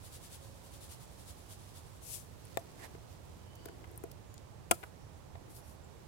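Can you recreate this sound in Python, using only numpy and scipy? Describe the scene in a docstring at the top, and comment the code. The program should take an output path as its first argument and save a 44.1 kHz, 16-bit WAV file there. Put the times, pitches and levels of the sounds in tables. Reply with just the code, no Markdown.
"""Outdoors: the near (left) microphone is by the hands, the far (right) one a metre further off.
Over distant traffic, salt is shaken from a canister into a pot for two seconds, then slides back as
the canister is righted. At 2.6 s a spice tin knocks against it and a shoe scuffs. Fingers pick at the
tin's lid while a few birds begin to call; at 4.7 s the lid snaps open and the tin rings. The two
containers touch again, and the spice slides as the tin is tipped."""
import sys
import numpy as np
from scipy import signal
from scipy.fft import rfft, irfft
from scipy.io import wavfile

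SR = 44100
rng = np.random.default_rng(int(sys.argv[2]) if len(sys.argv) > 2 else 0)


def dump_mix(stems):
    """Bounce the given channels to the path in sys.argv[1] as a 16-bit WAV at rate SR."""
    frames = np.atleast_2d(stems).T  # one column per channel
    limited = np.clip(frames, -1, 1)  # hard clip at full scale
    pcm = np.round(limited * 32767).astype(np.int16)
    wavfile.write(sys.argv[1], SR, pcm)


N = 267995
TIME = np.arange(N) / SR
AGE = TIME[:SR // 2]   # seconds since a blow


def from_db(db):
    """Decibels to gain."""
    return 10 ** (np.asarray(db) / 20)


def mic_gains(near_db, far_db):
    """One gain for each microphone."""
    return from_db([[near_db], [far_db]])


def swell(peak_s, length_s):
    """A smooth rise and fall; the length is taken at half height."""
    return np.exp(-np.log(2) * (2 * (TIME - peak_s) / length_s) ** 2)


def dying(t60):
    """Exponential decay after a blow: 60 dB in t60 seconds."""
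    return from_db(-60 * AGE / t60)


def coloured(noise, spectrum):
    """Gives each microphone's noise its own spectrum, rolling off below the first row."""
    hz, *mics_db = np.transpose(spectrum)
    log_hz = np.log(np.fft.rfftfreq(noise.shape[1], 1 / SR) + 1)
    gains = from_db([np.interp(log_hz, np.log(hz), db) for db in mics_db])
    skirt = np.minimum(1, np.exp(log_hz) / hz[0]) ** 2
    return irfft(rfft(noise) * gains * skirt, noise.shape[1])


def grains(spectrum, per_s, spread_db):
    """Countless tiny impacts of uneven size; rms 1 in the louder microphone."""
    sizes = from_db(spread_db * np.minimum(rng.exponential(1, (2, N)), 4))
    impacts = sizes * rng.standard_normal((2, N)) * (rng.random((2, N)) < per_s / SR)
    hiss = coloured(impacts, spectrum)
    return hiss / hiss.std(axis=1).max()


def unit_blow(x):
    """Scales each channel to the energy of five milliseconds at rms 1."""
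    return x / np.sqrt(np.sum(x ** 2, axis=1, keepdims=True) / (SR / 200))


def burst(low_hz, high_hz, t60):
    """A short dying noise in one band."""
    band = signal.butter(2, [low_hz, min(high_hz, .45 * SR)], "band", fs=SR, output="sos")
    noise = rng.standard_normal((2, len(AGE))) * dying(t60)
    return unit_blow(signal.sosfilt(band, noise + 1e-18))


def ring(modes):
    """Damped sines, each reaching the two microphones differently; a small body gives off no bass."""
    out = 0
    for hz, near_db, far_db, t60 in modes:
        gains = mic_gains(near_db, far_db) * from_db(rng.uniform(-0.85, 1))   # no two blows are alike
        radiation = signal.butter(1, hz / 2, "high", fs=SR)
        mode = gains * np.sin(2 * np.pi * hz * AGE) * dying(t60)
        out = out + signal.lfilter(*radiation, mode + 1e-18)
    return out


def add(out, start_s, blow, far_lag_s=.00285):
    """Places a blow in time; it crosses the extra metre to the far microphone a little later."""
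    for mic, lag_s in enumerate((0, far_lag_s)):
        start = round((start_s + lag_s) * SR)
        out[mic, start:start + len(AGE)] += blow[mic, :N - start]


# the open air around the microphones: freq_hz, near_db_per_hz, far_db_per_hz
TRAFFIC_SPECTRUM = [(25.3, -102, -82), (48.3, -88, -78), (80.3, -75.5, -69), (129.8, -79.5, -73),
                    (241, -88, -85.5), (408, -95.5, -84), (716, -95.5, -87.5), (957, -99, -88.5),
                    (1436, -104.3, -96.5), (2590, -105.1, -101.8), (4400, -110.5, -103.5),
                    (8040, -112, -105.3), (11500, -114.5, -111.5), (14400, -117, -114.5)]

def traffic(bass_share=0.66):
    """Distant traffic hums under a soft hiss; the microphones share part of the bass."""
    own, common = rfft(rng.standard_normal((2, N))), rfft(rng.standard_normal(N))
    shared = bass_share * (np.fft.rfftfreq(N, 1 / SR) < 120)
    noise = irfft(np.sqrt(1 - shared) * own + np.sqrt(shared) * common, N)
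    return coloured(noise, TRAFFIC_SPECTRUM) * np.sqrt(SR / 2)


# far off, a whine, a low hum, then bird calls: peak_s, length_s, pitch_hz, level_db
DISTANT_TONES = [(0.61, 0.97, 546, -68), (3.5, 2.3, 165, -67), (3.594, 0.26, 3020, -68),
                 (3.65, .14, 4630, -69), (4.33, 0.11, 6930, -72), (5.033, 0.067, 5700, -71),
                 (5.644, .07, 5600, -72), (5.844, 0.017, 7360, -65)]

def birds_and_hums(blur=0.026):
    """Distance blurs each tone into a narrow, wavering band."""
    out = 0
    for peak_s, length_s, hz, db in DISTANT_TONES:
        lowpass = signal.butter(2, hz * blur, fs=SR, output="sos")
        waver = signal.sosfilt(lowpass, rng.standard_normal((2, N)))
        tone = np.sqrt(2) * np.sin(2 * np.pi * hz * TIME)
        out = out + from_db(db) * swell(peak_s, length_s) * waver / waver.std() * tone
    return out


def surroundings(hits, t60=0.34, tail_db=-29, echo_s=0.012, echo_db=-30):
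    """Ground and trees scatter back a faint tail, and something nearby gives one smeared echo."""
    tail = rng.standard_normal((2, len(AGE))) * dying(t60) * (AGE > .006)
    echo = rng.standard_normal((2, len(AGE))) * np.exp(-np.abs(AGE - echo_s) / 0.011)
    response = sum(from_db(db) * part / np.linalg.norm(part[0])
                   for db, part in [(tail_db, tail), (echo_db, echo)])
    return signal.fftconvolve(hits, response, axes=1)[:, :N]


# dry ground underfoot, louder at the far microphone: freq_hz, near_db, far_db
GROUND_SPECTRUM = [(250, 11, 10), (900, 10, 15), (1330, 3, 5), (1860, 0, 17.5), (2760, 3, 3), (4500, -4, 2),
                   (10000, -5, 3.5), (16000, -18, -7)]

def shoe(length_s=0.036):
    """A shoe scuffs the ground in two quick scrapes."""
    scuffs = from_db(-53) * swell(2.804, length_s) + from_db(-46) * swell(2.845, length_s)
    return scuffs * grains(GROUND_SPECTRUM, per_s=9000, spread_db=1.2)


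# shifts of grip by the near microphone: peak_s, length_s, rub_db, hiss_db
GRIP_SHIFTS = [(2.494, 0.16, -68, -69), (2.803, 0.34, -59, -72), (3.124, 0.06, -73, -68),
               (3.315, 0.18, -73, -74), (3.813, 0.48, -57.5, -75), (5.18, 0.044, -75, -70),
               (5.495, 0.22, -61.5, -78), (6.0, .3, -66.5, -71)]
# hiss of skin on the containers: freq_hz, near_db, far_db
SKIN_SPECTRUM = [(1500, -7.5, -6), (3770, -6, -1), (9300, -6.5, -5), (16000, -11, -11)]

def hands(skin_db=-67, still_s=4.17, fade_s=1.4):
    """Skin hisses on the canister until it is held still; each new grip adds hiss and a low rub."""
    rubbing, hissing = sum(from_db([[rub_db], [hiss_db]]) * swell(peak_s, length_s)
                           for peak_s, length_s, rub_db, hiss_db in GRIP_SHIFTS)
    holding = from_db(skin_db) * np.clip((still_s - TIME) / fade_s, 0, 1)
    hiss = (hissing + holding) * grains(SKIN_SPECTRUM, per_s=6000, spread_db=3.5)
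    rub_spectrum = [(237, 0, -27), (343, 10.5, 4), (584, -10, -3), (1480, -12, -44), (5000, -27, -36)]
    return hiss + rubbing * grains(rub_spectrum, per_s=1500, spread_db=2.5)


# spice shifting in the open tin: peak_s, level_db, length_s
SPICE_MOVES = [(4.743, -50, 0.02), (4.81, -62, 0.13), (5.51, -59, 0.029), (5.569, -53, 0.05),
               (5.691, -60.5, 0.092)]
# its fine hiss: freq_hz, near_db, far_db
SPICE_SPECTRUM = [(2520, -9, -18), (4500, 0, -7), (8100, 0, 0), (10800, 6, 4), (14000, 1.5, -6),
                  (16000, -7, -8)]

def spice():
    """Fine grains slide along the tin in short runs."""
    sliding = sum(from_db(db) * swell(peak_s, length_s) for peak_s, db, length_s in SPICE_MOVES)
    return sliding * grains(SPICE_SPECTRUM, per_s=28000, spread_db=3.5)


# shakes over the pot, levels before the gush trim: peak_s, throw_db, backswing_db
SALT_SHAKES = [(0.149, -47.5, -50), (0.339, -47, -53.5), (0.569, -61, -63), (0.748, -52, -57.5),
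               (0.923, -47.5, -52), (1.121, -60, -61.5), (1.296, -49, -56), (1.522, -49, -69),
               (1.775, -51.5, -59), (1.952, -61, -89)]
# salt pouring into the pot: freq_hz, near_db, far_db
POUR_SPECTRUM = [(1160, -11.5, -4), (2220, -10.5, -7.5), (3460, -1.5, -3), (5800, -4.5, -3),
                 (8350, 1, -3.5), (10500, 1, -4.5), (13100, -4.5, -11), (16200, -7.5, -19)]

def salt_pour(gush_s=0.05, backswing_s=.088, rebound_s=0.098, rebound_db=-10.5, trim_db=-2.5):
    """Each shake gives three gushes: backswing, throw and rebound; a thin trickle runs between them."""
    gushes = 0
    for peak_s, throw_db, backswing_db in SALT_SHAKES:
        gushes += from_db(backswing_db) * swell(peak_s - backswing_s, gush_s)
        gushes += from_db(throw_db) * swell(peak_s, gush_s)
        gushes += from_db(throw_db + rebound_db) * swell(peak_s + rebound_s, gush_s)
    trickle = mic_gains(-68, -63) * np.clip((2.4 - TIME) / 0.76, 0, 1)
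    flow = np.hypot(from_db(trim_db) * gushes, trickle)
    return flow * grains(POUR_SPECTRUM, per_s=11000, spread_db=1.5)


# salt on the canister's wall: freq_hz, near_db, far_db
SLIDE_SPECTRUM = [(1500, -23, -30), (2500, -11.5, -11), (4520, -5.5, -15), (7800, .5, -6.5), (10900, 2, -9),
                  (13100, -4, -12), (16000, -9, -18)]

def salt_slide(peak_s=2.144, peak_db=-38.5, rise_s=0.17, fall_s=0.089):
    """Salt gathers speed down the righted canister, then comes to rest."""
    drop_db = 20 * np.maximum((peak_s - TIME) / rise_s, (TIME - peak_s) / fall_s)
    onset = np.clip((TIME - 2.0) / 0.04, 0, 1)
    return from_db(peak_db - drop_db) * onset * grains(SLIDE_SPECTRUM, per_s=24000, spread_db=1.3)


# nails on the rim: start_s, near_db, centre_hz, width_octaves, far_offset_db
RIM_TICKS = [(2.452, -51, 10100, .53, -11), (3.252, -64, 10200, 1.1, -5), (3.554, -59.5, 8200, 1.6, 4),
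             (3.656, -44.5, 9800, 2.6, -1), (3.686, -57, 8300, 1.2, -5), (3.914, -59.5, 12200, .7, -7),
             (3.959, -58, 11200, 1.1, -13), (3.9763, -42.5, 11100, 0.36, -17),
             (4.037, -49.5, 8850, 1, -2.5), (4.115, -50, 8600, 2.4, -1.5), (4.3417, -52, 8100, 1.9, -20),
             (4.379, -51.5, 5270, 1.3, -12), (4.8354, -54, 10100, 0.78, -9)]
# clacks of the loose lid: start_s, near_db, far_offset_db
LID_CLACKS = [(2.948, -55, -3), (3.657, -49, -11), (3.6858, -47, -5.5), (3.842, -49.5, -5),
              (4.0373, -53, -9), (4.8305, -45, -8), (4.8357, -41.5, -0.5), (5.355, -70, 2)]
# fingertips landing on the tin's body: start_s, near_db
FINGER_THUDS = [(2.9495, -44.5), (3.6595, -40), (3.694, -46), (3.9155, -50), (4.0392, -34.5), (4.8326, -51)]
# modes of the loose lid and the gripped tin, levels relative: pitch_hz, near_db, far_db, t60_s
LID_MODES = [(790, -2, 1, 0.016), (976, -8, 5, 0.035), (1267, -7, 6, 0.04), (1510, 1, 7, 0.023),
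             (1700, -30, -14, 0.027), (2060, -4.5, -6, 0.02), (2280, -2, -38, 0.0067),
             (2840, -16, -14, 0.019)]
HELD_TIN_MODES = [(354, 1, -4, 0.039), (416, 12, -2, 0.041), (470, 0, -2, 0.09), (665, -14.5, -4, 0.11)]

def picking():
    """Fingers work at the tin by the near microphone: nails tick, the lid clacks, fingertips thud."""
    out = np.zeros((2, N))
    for start_s, db, hz, octaves, far_offset_db in RIM_TICKS:
        edge = 2 ** (octaves / 2)
        tick = burst(hz / edge, hz * edge, t60=0.01 / np.sqrt(octaves))   # narrow bands ring longer
        add(out, start_s, mic_gains(db, db + far_offset_db) * tick)
    for start_s, db, far_offset_db in LID_CLACKS:
        clack = unit_blow(ring(LID_MODES)) + from_db(-4.5) * burst(1200, 2400, t60=0.024)
        add(out, start_s, mic_gains(db, db + far_offset_db) * unit_blow(clack))
    for start_s, db in FINGER_THUDS:
        add(out, start_s, mic_gains(db, db - 4) * unit_blow(ring(HELD_TIN_MODES)))
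    return out


# the tin's thin walls struck at close range: freq_hz, near_db, far_db
CRACK_SPECTRUM = [(400, -10, -23), (2140, 8, -24), (3260, 1, -9), (6100, -5, -5.5), (7800, 8, -8),
                  (10200, 3.5, -6), (13700, -2, -10), (16000, 5, -15)]

def crack(t60, spike=3.1):
    """A hard contact: one sharp pulse at the near microphone, then bright noise from the walls."""
    push = rng.standard_normal((2, len(AGE))) * dying(t60)
    push[0, 0] = spike
    lead = SR // 100
    return coloured(np.pad(push, ((0, 0), (lead, 0))), CRACK_SPECTRUM)[:, lead - 2:-2]


# modes of tin and canister struck together: pitch_hz, near_db, far_db, t60_s
KNOCK_MODES = [(544, -29.5, -55, 0.048), (597, -23, -60, 0.027), (676, -32, -29, 0.078),
               (820, -24, -23.5, 0.02), (1160, -42, -36.5, 0.031), (1816, -28.5, -48, 0.021),
               (2000, -49, -38, 0.016), (3630, -31.5, -56, 0.016)]
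# modes of the tin as its lid lets go: pitch_hz, near_db, far_db, t60_s
SNAP_MODES = [(219, -23.5, -27.5, 0.058), (346, -29.5, -26.5, 0.07), (533, -16, -28, 0.035),
              (640, -25, -30, 0.053), (700, -17.5, -28, 0.052), (800, -32, -23, 0.035),
              (1005, -48, -18.5, 0.026), (1276, -27, -25.5, 0.061), (1383, -32, -26, .06),
              (1680, -47, -36, 0.049), (1990, -29, -39, 0.013), (2250, -27, -39, 0.014),
              (2480, -22.5, -46, 0.018), (2860, -29, -37, 0.023), (3250, -35, -28, 0.027),
              (5070, -27.5, -43, 0.012), (7320, -17, -22, 0.011), (8060, -25, -17, 0.016),
              (10220, -12, -27, 0.013), (12900, -17.5, -24, 0.013)]

def knocks_and_snap():
    """The tin knocks on the canister; later its lid slips and snaps open, setting the walls ringing."""
    out = np.zeros((2, N))
    add(out, 2.5723, ring(KNOCK_MODES) + mic_gains(-30, -32) * crack(t60=0.0095))
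    add(out, 2.592, mic_gains(-52, -61) * burst(6000, 14000, t60=0.061))   # a faint bright hiss trails the knock
    add(out, 4.7105, mic_gains(-34, -41) * burst(7000, 18000, t60=0.0082))   # the lid slips
    snap = mic_gains(-11, -13) * crack(t60=0.0043) + mic_gains(-22, -15) * crack(t60=0.026)
    add(out, 4.7121, ring(SNAP_MODES) + snap)
    # the snap's brief midrange ring
    add(out, 4.7128, mic_gains(-26, -44) * burst(1850, 3300, t60=.022))
    add(out, 5.335, mic_gains(-46, -41) * burst(75, 130, t60=.06))   # a dull low bump
    add(out, 5.354, mic_gains(-20, -15) * ring(KNOCK_MODES))   # tin and canister touch again
    return out


def scene():
    """All sources at the two microphones; only the hits echo."""
    hits = picking() + knocks_and_snap()
    nearby = hits + surroundings(hits) + salt_pour() + salt_slide() + spice() + shoe() + hands()
    return nearby + traffic() + birds_and_hums()


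def record(dry, cutoff_hz=15900):
    """The recorder rounds the sharpest peak and cuts the top steeply."""
    lowpass = signal.ellip(10, .1, 80, cutoff_hz, fs=SR, output="sos")
    return signal.sosfilt(lowpass, np.tanh(dry))


dry = scene()
out = record(dry)
dump_mix(out)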